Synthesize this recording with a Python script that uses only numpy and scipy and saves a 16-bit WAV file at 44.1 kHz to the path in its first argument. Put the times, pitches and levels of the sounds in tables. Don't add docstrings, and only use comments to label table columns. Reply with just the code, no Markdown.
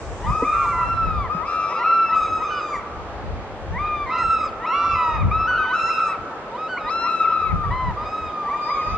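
import sys
import numpy as np
from scipy import signal
from scipy.io import wavfile
from scipy.ndimage import uniform_filter1d

SR = 44100
rng = np.random.default_rng(int(sys.argv[2]) if len(sys.argv) > 2 else 0)


def magnitude_from_level(level_db):
    exponent = np.asarray(level_db, float) / 20
    return 10 ** exponent


def put_to_file(sound):
    columns = np.atleast_2d(sound).T
    safe = np.clip(columns, -1, 1)
    whole_steps = np.round(safe * 32767)
    wavfile.write(sys.argv[1], SR, whole_steps.astype(np.int16))


N = 395577


def unit(x):
    return x / np.sqrt(np.mean(x ** 2))


def walk(rate_hz, count=N):
    hold = int(SR / rate_hz)
    held = np.repeat(rng.standard_normal(count // hold + 1), hold)
    slewed = uniform_filter1d(uniform_filter1d(held, hold), hold)
    return 1.3 * slewed[:count]


def band(x, lo_hz, hi_hz, order=2):
    return signal.sosfilt(signal.butter(order, [lo_hz, hi_hz], "bandpass", fs=SR, output="sos"), x)


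def on_log(hz, points):
    point_hz, value = np.transpose(points)
    return np.interp(np.log(hz), np.log(point_hz), value)


def river():
    # f/Hz, density level/dB
    spectrum = [(76, -36), (130, -10.5), (433, -4.5), (574, -1.5), (1980, -17), (7590, -40.5),
                (8900, -46.5)]
    # f/Hz, correlation
    likeness = [(500, 0.95), (1000, 0.95), (2000, 0.15), (8500, -0.69)]
    # t/s, level/dB
    spray_track = [
        (0, -52),
        (0.698, -50.5),
        (1.201, -73),
        (2.5, -86),
        (2.76, -57),
        (2.86, -91.5),
    ]
    level_db = -35
    rush, swell = 0, walk(0.21)
    for hz in 130 * 2 ** np.arange(0, 6.2, .5):
        mid, side = band(rng.standard_normal((2, N)), hz / 2 ** .25, hz * 2 ** .25)
        alike = np.clip(on_log(hz, likeness), -1, 1)
        pair = np.sqrt(1 + alike) * mid + np.sqrt(1 - alike) * side * np.array([[1], [-1]])
        band_db = on_log(hz, spectrum) + .5 * swell + 1.1 * walk(7.1)
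        rush = rush + magnitude_from_level(band_db) * pair
    s, db = np.transpose(spray_track)
    hiss = unit(band(rng.standard_normal((2, N)), 5000, 8000))
    spray = hiss * magnitude_from_level(np.interp(np.arange(N) / SR, s, db))
    return unit(rush) * magnitude_from_level(level_db) + spray


def gusts():
    # peak t/s, peak level/dB, time to fall 20 dB/s
    gust_events = [(0.1, -31, .25), (0.3, -20, .17), (0.68, -30, .6), (0.9, -27, .6), (1.08, -24, .35),
                   (2.32, -40.5, .5), (2.76, -41, .14), (3.0, -39, .3), (3.3, -33, .7), (3.74, -30, .45),
                   (4.04, -34, .13), (4.24, -31.5, .18), (4.42, -39, .35), (4.94, -28.5, .12),
                   (5.258, -16, .18), (5.5, -34.5, .28), (5.84, -35.5, .04), (6.2, -44, .08),
                   (6.86, -34.5, .07), (7.54, -22, .15), (7.7, -25, .25), (7.88, -25, .22), (8.24, -43, .3),
                   (8.74, -46, .1), (8.88, -32, .1), (8.96, -27.5, .15)]
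    calm_db, rise_share = -55, 0.78
    t = np.arange(0, N / SR + .01, .005)
    s, peak_db, fade_s = np.transpose(gust_events)[:, :, None]
    each_db = peak_db - 20 * np.maximum((t - s) / fade_s, (s - t) / (rise_share * fade_s))
    return np.interp(np.arange(N) / SR, t, np.maximum(each_db.max(axis=0), calm_db))


def wind():
    gust_db = gusts() + 2.4 * walk(18)
    shared, own = rng.standard_normal((2, N)), rng.standard_normal((2, 2, N))
    deep = unit(band(0.71 * shared[0] + own[0], 36, 101, order=3)) * magnitude_from_level(0.88 * gust_db - 4.0)
    slap = unit(band(0.19 * shared[1] + own[1], 83, 194.6, order=3)) * magnitude_from_level(1.417 * gust_db + 4.5)
    port_db = np.array([[1.1], [-1.1]])
    return (deep + slap) * magnitude_from_level(port_db)


def arch(start_s, hold_s, top_hz, end_hz, db, run_up):
    # start of its whistle t/s, from t/s, to t/s, first f/Hz, last f/Hz
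    flips = [
        (0.44, .718, .85, 1028, 979),
        (0.81, 1.232, 1.5, 1040, 1050),
        (1.44, 1.78, 2.2, 981, 980),
        (2.46, 2.492, 2.59, 1506, 1463),
        (3.775, 4.05, 4.23, 1056, 983),
        (4.72, 4.943, 5.13, 1025, 933),
        (5.3, 5.468, 5.565, 1510, 1464),
        (5.51, 5.563, 5.74, 1528, 1500),
        (6.565, 6.678, 6.778, 1535, 1448),
    ]
    # start of the whistle t/s, rise time/s
    slow_risers = [(0.25, .06), (0.44, 0.049), (4.09, 0.089), (4.17, 0.072), (4.65, .05), (4.85, .06),
                   (6.89, .07), (7.05, 0.054), (7.07, .09), (7.96, 0.062), (8.04, 0.068), (8.5, .05)]
    run_up_s, run_up_hz, run_up_db = .065, 827.8, -15.5
    break_hz, break_db = 1014, 0.5
    jump_s, landing_share, rise_s = 0.01292, .92, 0.0299
    sag_power, steady_sag, tiring_db = 3.2, .35, -1
    flip_s, flip_back_s = .013, .03
    fall_s, fall_share, fall_db = .038, .3, -11

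    share = np.linspace(0, 1, 120)
    s = start_s + jump_s + share * (hold_s - jump_s)
    sag = steady_sag * share + (1 - steady_sag) * share ** sag_power
    for owner_s, slow_s in slow_risers:
        if abs(owner_s - start_s) < .008:
            rise_s = slow_s
            break
    hz = top_hz * (1 - (1 - landing_share) * np.exp(-(s - s[0]) / rise_s)) - (top_hz - end_hz) * sag
    for owner_s, first_s, last_s, first_hz, last_hz in flips:
        if abs(owner_s - start_s) < .008:
            back = 1 if first_hz < top_hz else np.clip(1 - (s - last_s) / flip_back_s, 0, 1)
            flipped_hz = np.interp(s, [first_s, last_s], [first_hz, last_hz])
            hz = hz + np.clip((s - first_s) / flip_s, 0, 1) * back * (flipped_hz - hz)
    if run_up:
        opening = [(start_s - run_up_s, run_up_hz, db + run_up_db), (start_s, break_hz, db + break_db)]
    else:
        opening = [(start_s, .9 * hz[0], db)]
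    drop = [(s[-1] + part * fall_s, hz[-1] * (1 - part ** 1.4 * fall_share), db + part * fall_db)
            for part in (1 / 3, 2 / 3, 1)]
    return opening + list(zip(s, hz, db + tiring_db * share)) + drop


def whistle(rows, bright_db, bounce_us, lead_us):
    overtones_db = [3, -13, -25, -30, -44.5, -54]
    ground_share = 0.55
    s, hz, db = np.transpose(rows)
    start = int(s[0] * SR)
    t = np.arange(start, min(int(s[-1] * SR), N)) / SR
    glide_hz = uniform_filter1d(np.interp(t, s, hz), int(0.0042 * SR))
    haste = np.clip(np.abs(np.gradient(glide_hz)) * SR / 6500 - .3, 0, 1)
    pitch_hz = glide_hz * (1 + (0.0025 + 0.011 * haste) * walk(89.35, count=len(t)))
    phase = 2 * np.pi * (np.cumsum(pitch_hz) / SR + rng.random())
    edge = np.clip(np.minimum(t - s[0], s[-1] - t) / .012, 0, 1) ** 2
    side = np.array([[.5], [-.5]])
    arrival = phase + 2 * np.pi * pitch_hz * side * lead_us / 1e6
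    call = 0
    for k, partial_db in enumerate(overtones_db):
        bounce = 2 * np.pi * (k + 1) * pitch_hz * bounce_us / 1e6
        flutter_db = (1.28 + .5 * k + 3 * haste) * walk(31.9, count=len(t))
        slip_db = -(2 + 4 * abs(k - 1)) * haste
        gain = magnitude_from_level(partial_db + 0.41 * k * min(bright_db, 12) + slip_db + flutter_db)
        direct = np.sin((k + 1) * arrival)
        reflected = ground_share * np.sin((k + 1) * arrival - bounce)
        call = call + gain * (direct + reflected)
    port_db = np.interp(t, s, db) + side * (-0.16 + 0.081 * lead_us)
    return start, call * edge * np.sqrt(2) * magnitude_from_level(port_db)


def decay(t60_s, lo_hz, hi_hz, onset_s, apart):
    t = np.arange(int(1.3 * t60_s * SR)) / SR
    shared, own = rng.standard_normal(len(t)), rng.standard_normal((2, len(t)))
    tail = (shared + apart * own) * magnitude_from_level(-60 * t / t60_s) * np.clip(t / onset_s, 0, 1)
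    return band(tail, lo_hz, hi_hz) / np.sqrt(np.sum(tail[0] ** 2))


def flock():
    # voice break t/s, hold/s, top f/Hz, end-of-hold f/Hz, level/dB
    run_up_whistles = [
        (0.253, 0.25, 1298, 1258, -32),
        (0.305, .335, 1262, 1087, -31),
        (0.439, .41, 1274, 960, -23.5),
        (0.807, 0.45, 1388, 1090, -33),
        (1.44, 0.4, 1211, 1070, -28.5),
        (1.731, 0.53, 1394, 1200, -34.5),
        (1.828, .37, 1351, 1285, -25),
        (2.13, 0.66, 1305, 1150, -35.5),
        (2.15, 0.32, 1291, 1244, -32),
        (2.427, 0.17, 1251, 1134, -34),
                       (3.775, 0.44, 1244, 994, -26.5), (4.101, 0.33, 1382, 1261, -26),
                  (4.17, 0.299, 1374, 1264, -32.5), (4.655, 0.35, 1436, 1260, -30),
                  (4.65, 0.56, 1361, 1240, -25), (4.721, 0.44, 1184, 1042, -32.5),
                  (4.85, .31, 1230, 1250, -35), (5.51, .26, 1420, 1350, -30), (5.72, .41, 1362, 1300, -30),
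                  (5.895, 0.21, 1342, 1134, -30.5), (6.565, .335, 1305, 1214, -30.5),
                  (6.89, .35, 1398, 1256, -26.5), (7.05, .4, 1336, 1205, -30.5),
                  (7.07, .425, 1361, 1285, -26), (7.32, 0.43, 1300, 1077, -33),
                  (8.04, 0.24, 1318, 1244, -37.5), (8.499, .31, 1243, 1072, -33.5),
                  (8.7, .3, 1229, 1290, -33.5), (8.6, .36, 1251, 1185, -36.5)]
    # start t/s, hold/s, top f/Hz, end-of-hold f/Hz, level/dB
    joining = [(0.503, .56, 1375, 1317, -31.5), (1.288, .13, 1290, 1264, -31), (1.442, .4, 1380, 1260, -42),
               (1.463, .34, 1302, 1215, -32), (1.85, .21, 1200, 1120, -33), (2.459, .21, 1330, 1210, -30),
               (4.091, .36, 1360, 1194, -31.5), (5.302, .33, 1324, 1253, -28),
               (5.389, .41, 1272, 1225, -31.5), (5.784, .2, 1361, 1255, -32), (7.698, .2, 1047, 969, -26.5),
               (7.961, .58, 1285, 1130, -34)]
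    # t/s, length/s, first f/Hz, last f/Hz, level/dB
    flicks = [(3.836, 0.052, 953, 1376, -26), (4.398, 0.027, 1190, 899, -29),
              (5.189, 0.045, 1084, 1253, -35.5), (6.074, 0.038, 837, 1012, -32),
              (6.292, 0.064, 895, 880, -38.5), (6.764, 0.03, 880, 1344, -23.5),
              (7.44, 0.09, 1221, 908, -33), (7.627, 0.037, 892, 989, -33.5), (0.238, .05, 842, 1106, -33),
              (0.52, .06, 1207, 863, -34), (0.604, .07, 1194, 900, -34), (1.357, .06, 797, 960, -38),
              (1.767, .06, 1135, 894, -33), (1.83, .1, 1270, 958, -34), (2.077, .07, 820, 1064, -34),
              (2.72, .06, 1176, 867, -28.5), (5.126, 0.065, 1200, 858, -33.5),
              (5.626, 0.052, 892, 1052, -37), (6.102, .06, 1268, 847, -33), (6.793, .07, 788, 922, -40),
              (8.423, .07, 735, 992, -38.5), (8.516, 0.044, 815, 1010, -31.5),
              (8.853, 0.084, 909, 1078, -36.5)]
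    # brightness/dB, ground
    whistle_callers = [(3, 660), (1.5, 136), (-12.5, 490), (-0.5, 53), (-9.5, 483), (3.5, 34),
                       (-5.5, 1484), (10.5, 136), (8.5, 690), (3.5, 88),
                       (-3.5, 502), (-0.5, 500), (14, 660), (1.5, 340), (-5.5, 487), (17, 104), (7, 140),
                     (-5.5, 620), (16, 91), (0, 1564), (0.5, 249), (6.5, 509), (-0.5, 690), (-5, 504),
                     (-4, 634), (11.5, 89), (5.5, 117), (-2.5, 30), (11, 183),
                       (-11.5, 20), (-2.5, 164), (12, 37), (4.5, 150), (-16.5, 480), (-3.5, 293),
                       (-1, 1007), (-2, 51), (-17.5, 300), (16, 710), (-1, 430), (-3.5, 1005)]
    # t/s, left lead/us
    bearing = [
        (0, 9),
        (1.6, 41.5),
        (2.5, 2.5),
        (4.0, -10),
        (5.5, 1),
        (7.1, 60.5),
        (8.97, 6.5),
    ]
    flock_width_us = 35.7
    echo_db, near_db = -9.5, -8.5

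    calls = [arch(*row, True) for row in run_up_whistles]
    calls += [arch(*row, False) for row in joining]
    calls += [[(s, first_hz, db), (s + length_s, last_hz, db)] for s, length_s, first_hz, last_hz, db in flicks]
    callers = whistle_callers + [(-1.5, 470)] * len(flicks)
    direct = np.zeros((2, N))
    for rows, caller in zip(calls, callers):
        lead_us = np.interp(rows[0][0], *np.transpose(bearing)) + flock_width_us * rng.standard_normal()
        start, call = whistle(rows, *caller, lead_us)
        direct[:, start:start + call.shape[1]] += call
    response = magnitude_from_level(echo_db) * decay(2.7, 300, 1750, onset_s=0.051, apart=0.63)
    near = magnitude_from_level(near_db) * decay(.3, 900, 12000, onset_s=0.0051, apart=0.78)
    response[:, :near.shape[1]] += near
    return direct + signal.fftconvolve(direct.mean(axis=0, keepdims=True), response, axes=1)[:, :N]


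def knock():
    # t/s, f/Hz, t60/s, level/dB
    modes = [
        (0.422, 466.4, 0.051, -9.5),
        (0.426, 272, 0.074, -14.5),
        (1.348, 175, 0.093, -18.5),
        (5.245, 152, 0.17, -17.5),
    ]
    out, age_s = np.zeros(N), np.arange(SR // 3) / SR
    for s, hz, t60_s, db in modes:
        envelope = magnitude_from_level(db - 60 * age_s / t60_s) * (1 - np.exp(-age_s / 0.0012))
        out[int(s * SR):][:len(age_s)] += envelope * np.sin(2 * np.pi * hz * age_s)
    return out


def scene():
    return river() + wind() + flock() + knock()


def band_limit(x):
    return signal.sosfilt(signal.butter(12, 9050, fs=SR, output="sos"), x)


def record(dry):
    top_hz = 8900
    dull = signal.sosfilt(signal.ellip(8, .2, 60, top_hz, fs=SR, output="sos"), dry)
    return band_limit(dull)


dry = scene()
out = record(dry)
put_to_file(out)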